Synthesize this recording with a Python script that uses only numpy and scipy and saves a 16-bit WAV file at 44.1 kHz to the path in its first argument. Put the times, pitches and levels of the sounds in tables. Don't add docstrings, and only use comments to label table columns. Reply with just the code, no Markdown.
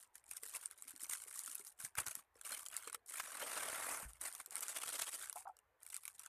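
import sys
import numpy as np
from scipy import signal
from scipy.io import wavfile
from scipy.ndimage import uniform_filter1d

SR = 44100
rng = np.random.default_rng(int(sys.argv[2]) if len(sys.argv) > 2 else 0)


def file_out(sig):
    cols = np.atleast_2d(sig).T
    lim = np.clip(cols, -1, 1)
    pcm = np.round(lim * 32767).astype(np.int16)
    wavfile.write(sys.argv[1], SR, pcm)


N = 276943
TIME = np.arange(N) / SR

# frequency in Hz, relative level in dB.
CRACKLE_SPECTRUM = [(1500, -47.5), (3000, -18.5), (4500, -11), (6200, -7), (7600, 0), (9000, 5.5),
                    (10500, 1), (12000, -4), (14300, -11.5)]
# frequency in Hz, relative level in dB.
FLEX_SPECTRUM = [(40, -26), (200, -27), (450, -20), (750, -15.5), (1000, -2.5), (1450, 4), (1850, -4),
                 (2250, -1.5), (3200, -5.5), (4500, -10.5), (8000, -16)]


def rustle(crisp, flex, grip, drag, base_clicks_per_s=2200, base_flexes_per_s=900, full_db=-47,
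           crowding=0.6, loose_db=4.0, smoothing=0.52):
    # frequency in Hz, relative level in dB.
    packed_spectrum = [(40, -19.5), (200, -15.5), (300, -7.5), (370, -12), (470, -3.5), (850, 2), (1450, 2),
                       (1950, -0.5), (2600, -5.5), (4000, -29), (8000, -28.5)]
    # frequency in Hz, relative level in dB.
    rim_spectrum = [(200, -30.5), (360, -10.5), (550, -10), (800, -9.5), (1500, -8), (2500, -8.5),
                    (3400, -0.5), (4500, -6.5), (6500, -7), (10000, -21)]

    busy = (crisp / amp(full_db)) ** crowding * (1 + grip) + 0.031
    click_rate = base_clicks_per_s * busy
    flex_rate = base_flexes_per_s * busy
    loose = 1 - smoothing * grip
    clumps = clumping(depth_db=5.0, length_s=0.006) ** loose
    bends = clumps * clumping(depth_db=1.5, length_s=0.0078)

    crackle = swarm(click_rate, loose_db * loose, clumps, CRACKLE_SPECTRUM, ripple_db=3.5, ripple_hz=1180,
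                    ring_s=0.00066, flutter=1.36, fold_s=0.007)
    free = swarm(flex_rate, 5.1, bends, FLEX_SPECTRUM, ripple_db=9, ripple_hz=340.3,
                 ring_s=0.0016, flutter=1.2, fold_s=0.014)
    packed = swarm(flex_rate, 2.25, bends, packed_spectrum, ripple_db=3, ripple_hz=296.3,
                   ring_s=0.0017, flutter=1.37, fold_s=0.016)
    taut = swarm(flex_rate, 6.0, clumps, rim_spectrum, ripple_db=8.5, ripple_hz=582,
                 ring_s=0.001, flutter=0.75, fold_s=0.01)

    off_rim = np.sqrt(1 - grip) * free + np.sqrt(grip) * packed
    sheet = np.sqrt(1 - drag) * off_rim + np.sqrt(drag) * taut
    return amp(-0.54) * crisp * crackle + amp(-0.5) * flex * sheet


def handling(column, step_size=22, rise_db_per_s=1100.5, sag_db_per_s=14):
    # start in seconds, length in seconds, nominal crackle and flexing in dB.
    moves = [(.005, 0.033, -61.5, -71.5), (.155, 0.0089, -58.5, -69.5), (0.267, 0.034, -66, -79),
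             (0.303, 0.073, -55, -65.5), (0.433, 0.062, -53, -65), (0.531, .045, -53, -58.5),
             (0.596, 0.066, -58, -64.5), (0.709, 0.01, -63.5, -66), (0.773, 0.087, -65, -73),
             (0.881, 0.022, -53, -62), (0.955, .04, -65, -70), (1.009, 0.068, -59.5, -63),
             (1.098, 0.053, -46.5, -58), (1.158, 0.027, -55.5, -65), (1.208, 0.028, -53.5, -62),
             (1.276, 0.054, -56, -64.5), (1.341, 0.27, -52.5, -64.5), (1.653, 0.039, -55.5, -69.5),
             (1.797, 0.065, -54, -63), (1.981, 0.028, -48, -48), (2.068, 0.05, -53, -58.5),
             (2.154, 0.038, -58, -62), (2.356, 0.09, -74, -75.5), (2.452, .17, -52, -58),
             (2.657, 0.0086, -55.5, -64), (2.713, 0.077, -54, -56), (2.821, 0.052, -59, -60),
             (2.926, 0.015, -65, -65.5), (4.088, .012, -60, -67), (4.149, 0.025, -70, -72.5),
             (4.217, 0.086, -52, -57), (4.335, .075, -59, -67), (5.352, 0.058, -54.5, -63),
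             (5.475, 0.011, -74, -79.5), (5.812, 0.045, -71, -75), (5.863, 0.022, -63.5, -71),
             (5.9, 0.074, -56.5, -64.5), (6.019, 0.078, -62, -69.5), (6.118, 0.038, -68, -84),
             (6.19, 0.062, -62, -65.5)]
    # time in seconds, nominal crackle and flexing in dB.
    gather = [(3.06, -64.5, -93), (3.096, -52.5, -63), (3.178, -49.5, -55), (3.202, -50, -43),
              (3.214, -56, -57), (3.59, -46.5, -47.5), (3.804, -48.5, -49), (3.928, -45, -47.5),
              (4.048, -55, -58), (4.085, -71.5, -73)]
    # time in seconds, nominal crackle and flexing in dB.
    lift = [(4.44, -74, -74), (4.5, -70.5, -75.5), (4.525, -54.5, -57.5), (5.0, -55, -61.5),
            (5.11, -63, -74), (5.22, -49, -52.5), (5.285, -59.5, -63.5), (5.32, -71.5, -70)]
    # middle in seconds, Gaussian width in seconds, nominal crackle and flexing in dB.
    crumples = [(0.558, 0.0082, -45, -50.5), (1.027, 0.011, -47.5, -56.5), (1.134, .006, -52, -65.5),
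                (1.852, 0.006, -48, -58), (1.985, 0.0044, -38, -42), (2.005, 0.0046, -42.5, -52),
                (2.069, 0.0039, -46.5, -47), (2.116, 0.0046, -55, -60.5), (2.534, 0.013, -47.5, -48.5),
                (2.948, 0.0031, -49.5, -53), (3.202, 0.0025, -52, -45), (3.42, 0.0052, -58, -44),
                (3.573, 0.0037, -62, -45), (4.262, 0.014, -47, -52), (4.408, 0.005, -52, -53.5),
                (4.58, 0.0022, -44, -56), (4.63, 0.0064, -44.5, -51), (4.699, 0.0099, -46, -55.5),
                (4.769, 0.0087, -44, -47), (4.828, 0.0074, -46, -48.5), (4.885, .015, -46, -50),
                (4.935, 0.0059, -44, -49.5), (4.957, 0.0063, -47, -47.5), (4.995, 0.0036, -40.5, -44),
                (5.023, 0.0091, -41.5, -45.5), (5.081, 0.0083, -45, -49), (5.143, 0.011, -45, -52.5)]
    # crackle, flexing, both in dB per second.
    fall_db_per_s = (523, 444.5)

    t = TIME[::step_size]
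    power = np.zeros(len(t))
    for start, length, *levels in moves:
        age = t - start
        rise = rise_db_per_s * np.minimum(age, 0)
        sag = sag_db_per_s * (np.clip(age, 0, length) - length / 2)
        fall = fall_db_per_s[column] * np.maximum(age - length, 0)
        power += amp(np.maximum(levels[column] + rise - sag - fall, -130)) ** 2
    for slide in (gather, lift):
        s, *levels = np.transpose(slide)
        power += amp(np.interp(t, s, levels[column], left=-np.inf, right=-np.inf)) ** 2
    for s, width_s, *levels in crumples:
        power += amp(levels[column]) ** 2 * np.exp(-0.5 * ((t - s) / width_s) ** 2)
    return np.interp(TIME, t, np.sqrt(power))


def holding():
    # time in seconds, grip on the filled part (0-1), share of flexing from film dragged over the rim (0-1).
    holds = [(0, 0, 0.25), (1.9, 0.16, 0), (1.989, 0.43, 0), (2.2, 0.18, 0.05), (2.6, 0.13, 0.02),
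             (3.1, 0.11, 0.02), (3.35, 0.32, 0.03), (3.6, 0.99, 0.24), (4.04, 1, 0), (4.2, 0.4, 0.04),
             (4.5, 0.73, 0.15), (5.0, 0.4, 0.66), (5.35, 0.05, 0), (5.801, 0, 0.02)]
    s, *shares = np.transpose(holds)
    return [np.clip(np.interp(TIME, s, share), 0, 1) for share in shares]


def swarm(clicks_per_s, spread_db, clumps, points, ripple_db, ripple_hz, ring_s, flutter, fold_s,
          even_s=0.056, count=160):
    facets = [facet(colour(points, ripple_db, ripple_hz), ring_s, flutter) for _ in range(count)]
    size_db = spread_db * np.minimum(rng.exponential(1, N), 3.5)
    sizes = clumps * amp(size_db) * rng.choice([-1, 1], N)

    fold_number = np.cumsum(rng.random(N) < 1 / (fold_s * SR))
    fold = rng.integers(0, count, N)[fold_number]
    other = rng.integers(0, count, N)
    which = np.where(rng.random(N) < 0.5, fold, other)

    out = np.zeros(N)
    for i in np.flatnonzero(rng.random(N) < clicks_per_s / SR):
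        add(out, i / SR, sizes[i] * facets[which[i]])

    window = signal.windows.hann(int(even_s * SR) | 1)
    power = signal.oaconvolve(out ** 2, window / window.sum(), "same")
    return out / np.sqrt(abs(power) + 1e-6)


def clumping(depth_db, length_s):
    drift = uniform_filter1d(rng.standard_normal(N), max(int(length_s * SR), 1))
    return amp(depth_db * unit(drift))


def facet(tone, ring_s, flutter, size=1024):
    age = np.arange(size) / SR / ring_s
    tail = rng.standard_normal(size) * np.sqrt(age) * np.exp(-age)
    tail *= flutter / np.linalg.norm(tail)
    tail[0] += 1
    sound = signal.fftconvolve(tail, tone)[:size]
    return sound / np.linalg.norm(sound)


def snaps(rows, tick_gain_db=10.0, pop_gain_db=16, note_gain_db=18, note_t60_s=0.013,
          usual_flutter_s=0.00094, usual_db=-32, halving_db=9, give_s=0.00092):
    out = np.zeros(N)
    for s, tick_db, pop_db, hz in rows:
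        flutter_s = usual_flutter_s * 0.5 ** (max(tick_db - usual_db, 0) / halving_db)
        tick = facet(colour(CRACKLE_SPECTRUM, ripple_db=4.5, ripple_hz=1285), flutter_s, flutter=6.7)
        pop = facet(colour(FLEX_SPECTRUM, ripple_db=4, ripple_hz=392), ring_s=0.0023, flutter=3.6)
        note = ring(hz, note_t60_s, rise_s=0.00062)
        note /= np.linalg.norm(note)
        add(out, s + give_s, amp(tick_db + tick_gain_db) * tick)
        add(out, s + give_s, amp(pop_db + pop_gain_db) * pop)
        add(out, s + give_s, amp(pop_db + note_gain_db) * note)
    return out


def random_snaps(crisp, flex, grip, per_s=40, tick_offset_db=15, pop_offset_db=4.5, spread_db=3,
                grip_db=-5, low_hz=1300, high_hz=3000, above_db=-76, ceiling_db=-53):
    chance = rng.random(N)
    ticks, pops, pitches = rng.uniform(-1, 1, (3, N))
    rows = []
    for i in np.flatnonzero((chance < per_s / SR) & (crisp > amp(above_db))):
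        film_db = 20 * np.log10([crisp[i], flex[i]])
        tick, pop = np.minimum(film_db, ceiling_db) + grip_db * grip[i]
        tick += tick_offset_db + spread_db * ticks[i]
        pop += pop_offset_db + spread_db * pops[i]
        hz = low_hz * (high_hz / low_hz) ** ((pitches[i] + 1) / 2)
        rows.append((i / SR, tick, pop, hz))
    return rows


def cup():
    # start in seconds, nominal level in dB, pitch in Hz.
    bumps = [(.288, -64, 302), (0.43, -46.5, 474), (.854, -59, 280), (.937, -51.5, 280),
             (1.029, -51.5, 318), (1.262, -51.5, 468.6), (1.388, -63.5, 283), (1.483, -60, 283),
             (1.598, -49, 409), (1.839, -50.5, 167), (1.982, -41, 129), (2.007, -48, 319),
             (2.074, -52, 140), (2.171, -53.5, 240), (2.357, -49.5, 474), (2.513, -48, 573),
             (2.873, -41.5, 438), (2.945, -45.5, 468), (3.427, -35.5, 590), (3.565, -33, 573),
             (3.623, -42, 571), (4.03, -46, 188.7), (4.477, -52, 450)]
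    # start in seconds, nominal level in dB.
    thuds = [(4.052, -47), (4.135, -61), (4.184, -67)]
    # start in seconds, nominal level in dB, pitch factor.
    knocks = [(5.357, -44.5, 0.92), (5.367, -45.5, 0.95), (5.405, -59, 1), (5.454, -45.5, 0.92),
              (5.469, -43.5, 1.02), (5.491, -45.5, 0.95)]
    # frequency in Hz at pitch factor 1, relative level in dB, t60 in seconds.
    cup_modes = [(778, 1, 0.07), (907, 1, 0.048), (1130, -4, 0.039), (1370, 2.5, 0.02)]

    out = np.zeros(N)
    for s, db, hz in bumps:
        bump = ring(hz, t60_s=0.024, rise_s=0.0016)
        bump += 0.4 * ring(hz * 2.4, t60_s=0.013, rise_s=0.0013)
        add(out, s, amp(db) * scuffed(bump, scuff=0.6, scuff_s=0.028))
    for s, db in thuds:
        thud = ring(54, t60_s=0.25, rise_s=0.0033) + 0.28 * ring(130, t60_s=0.13, rise_s=0.003)
        add(out, s, amp(db) * thud)
    for s, db, pitch in knocks:
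        knock = sum(amp(level) * ring(hz * pitch, t60_s, rise_s=0.0026) for hz, level, t60_s in cup_modes)
        add(out, s, amp(db) * scuffed(knock, scuff=0.54, scuff_s=0.003))
    return out


def ring(hz, t60_s, rise_s):
    t = np.arange(SR // 2) / SR
    return np.sin(2 * np.pi * hz * t) * 1000 ** (-t / t60_s) * (1 - np.exp(-t / rise_s))


def scuffed(sound, scuff, scuff_s, size=2048):
    force = rng.standard_normal(size) * np.exp(-np.arange(size) / SR / scuff_s)
    force *= scuff / np.linalg.norm(force)
    force[0] += 1
    return signal.fftconvolve(sound, force) / np.hypot(1, scuff)


def kitchen(x, wet_db=-17, t60_s=0.038, reflection_db=-18, reflection_s=0.0105):
    t = np.arange(SR // 3) / SR
    tail = rng.standard_normal(len(t)) * 1000 ** (-t / t60_s) * (t > 0.004)
    tail *= amp(wet_db) / np.linalg.norm(tail)
    tail[round(reflection_s * SR)] += amp(reflection_db)
    return x + signal.oaconvolve(x, tail)[:N]


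def quiet(level_db=-80, waver_db=4.0, waver_below_hz=2200):
    # frequency in Hz, relative level in dB.
    room_spectrum = [(20, -15), (55, 2.5), (90, 1.5), (150, -12), (300, -11), (450, -3.5), (620, -2.5),
                     (900, 1), (1300, -5), (1900, -4.5), (2600, -14.5), (5000, -25), (9500, -24),
                     (15000, -20)]
    air = signal.oaconvolve(rng.standard_normal(N), colour(room_spectrum, size=8192))[:N]
    hz, _, z = signal.stft(air, SR, nperseg=1024, noverlap=768)
    patches = uniform_filter1d(rng.standard_normal(z.shape), size=3, axis=0)
    patches = unit(uniform_filter1d(patches, size=9, axis=1))
    z = z * amp(waver_db * patches / (1 + (hz[:, None] / waver_below_hz) ** 2))
    wavering = signal.istft(z, nperseg=1024, noverlap=768)[1][:N]
    return amp(level_db) * unit(wavering)


def colour(points, ripple_db=0, ripple_hz=1000, size=2048):
    hz, db = np.transpose(points)
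    bins = abs(np.fft.fftfreq(size, 1 / SR))
    ripple = np.interp(bins / ripple_hz + rng.random(), np.arange(256), rng.standard_normal(256))
    spectrum_db = np.interp(np.log(bins + 1), np.log(hz), db)
    log_gain = np.log(amp(spectrum_db + ripple_db * ripple))
    minimum_phase = np.exp(np.conj(signal.hilbert(log_gain)))
    response = np.fft.ifft(minimum_phase).real[:size // 2]
    return response / np.linalg.norm(response)


def amp(db):
    return 10 ** (np.asarray(db) / 20)


def unit(x):
    return x / np.sqrt(np.mean(x ** 2) + 1e-20)


def add(mix, s, sound):
    part = mix[max(round(s * SR), 0):][:len(sound)]
    part += sound[:len(part)]


def scene():
    # time in seconds, nominal tick
    # and pop levels in dB, facet pitch in Hz.
    set_snaps = [(0.1538, -39.5, -59.5, 1780), (0.2392, -51.5, -68.5, 2300), (0.3108, -30, -50.5, 2520),
                 (0.3332, -46, -64, 1410), (0.3686, -32.5, -58, 3440), (0.4328, -31.5, -50.5, 2050),
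                 (0.6573, -24, -64, 1440), (0.7104, -36.5, -58, 1560), (0.7841, -56, -70, 3910),
                 (0.8214, -33, -59.5, 1150), (0.9612, -39, -67, 1860), (1.034, -29, -59, 1590),
                 (1.0961, -28.5, -54, 1620), (1.1333, -26, -45, 2040), (1.1707, -39, -57, 4310),
                 (1.391, -27, -57, 1020), (1.4599, -31, -60, 1740), (1.4758, -39, -46.5, 1380),
                 (1.5525, -26.5, -54, 2580), (1.8027, -36, -50, 1580), (1.8476, -28.5, -52, 1704),
                 (1.9521, -39, -48, 1590), (2.0637, -29, -58, 1500), (2.0817, -29, -47, 1450),
                 (2.1098, -32.5, -63, 1357), (2.152, -26.5, -59, 1998), (2.4115, -36, -55, 1600),
                 (2.4642, -36, -57, 2795), (2.6614, -32, -49.5, 3160), (2.684, -34, -69, 1198),
                 (2.7656, -23, -60, 2520), (2.874, -32, -43, 1230), (2.897, -37, -47.5, 1450),
                 (2.9278, -32, -53, 1190), (2.9452, -28.5, -45.5, 1240), (3.1553, -40, -47.5, 2280),
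                 (4.1323, -42.5, -71, 1390), (4.2118, -31, -62.5, 1760), (4.2155, -30.5, -54.5, 1900),
                 (4.3251, -36, -74, 2960), (4.3494, -32.5, -52.5, 1186), (4.3996, -34.5, -49, 1400),
                 (4.4597, -34, -61, 1440), (4.507, -35, -71, 1460), (4.5547, -24.5, -51.5, 2140),
                 (4.5658, -30, -45, 2230), (4.6061, -30, -66, 1530), (4.6813, -28.5, -50, 1480),
                 (5.2961, -27, -50.5, 1460), (5.3267, -32.5, -54.5, 1024), (5.5667, -50, -72, 1230),
                 (5.588, -49.5, -68, 2790), (5.8304, -39.5, -67.5, 1630), (5.8636, -36.5, -58, 2250),
                 (5.9427, -28, -54, 2280), (5.9643, -29, -54, 1410), (6.0527, -31, -50, 2300),
                 (6.0778, -31, -49, 2300), (6.1934, -34.5, -70, 2640), (6.2606, -37, -52.5, 1484)]
    crisp, flex = (handling(column) for column in range(2))
    grip, drag = holding()
    bag = rustle(crisp, flex, grip, drag)
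    bag += snaps(set_snaps)
    bag += snaps(random_snaps(crisp, flex, grip))
    return (kitchen(bag + cup()) + quiet())[None]


def record(dry, edge_hz=14500):
    low_pass = signal.firwin(301, edge_hz, window=("kaiser", 8), fs=SR)
    return signal.oaconvolve(dry, low_pass[None], "same")


dry = scene()
out = record(dry)
file_out(out)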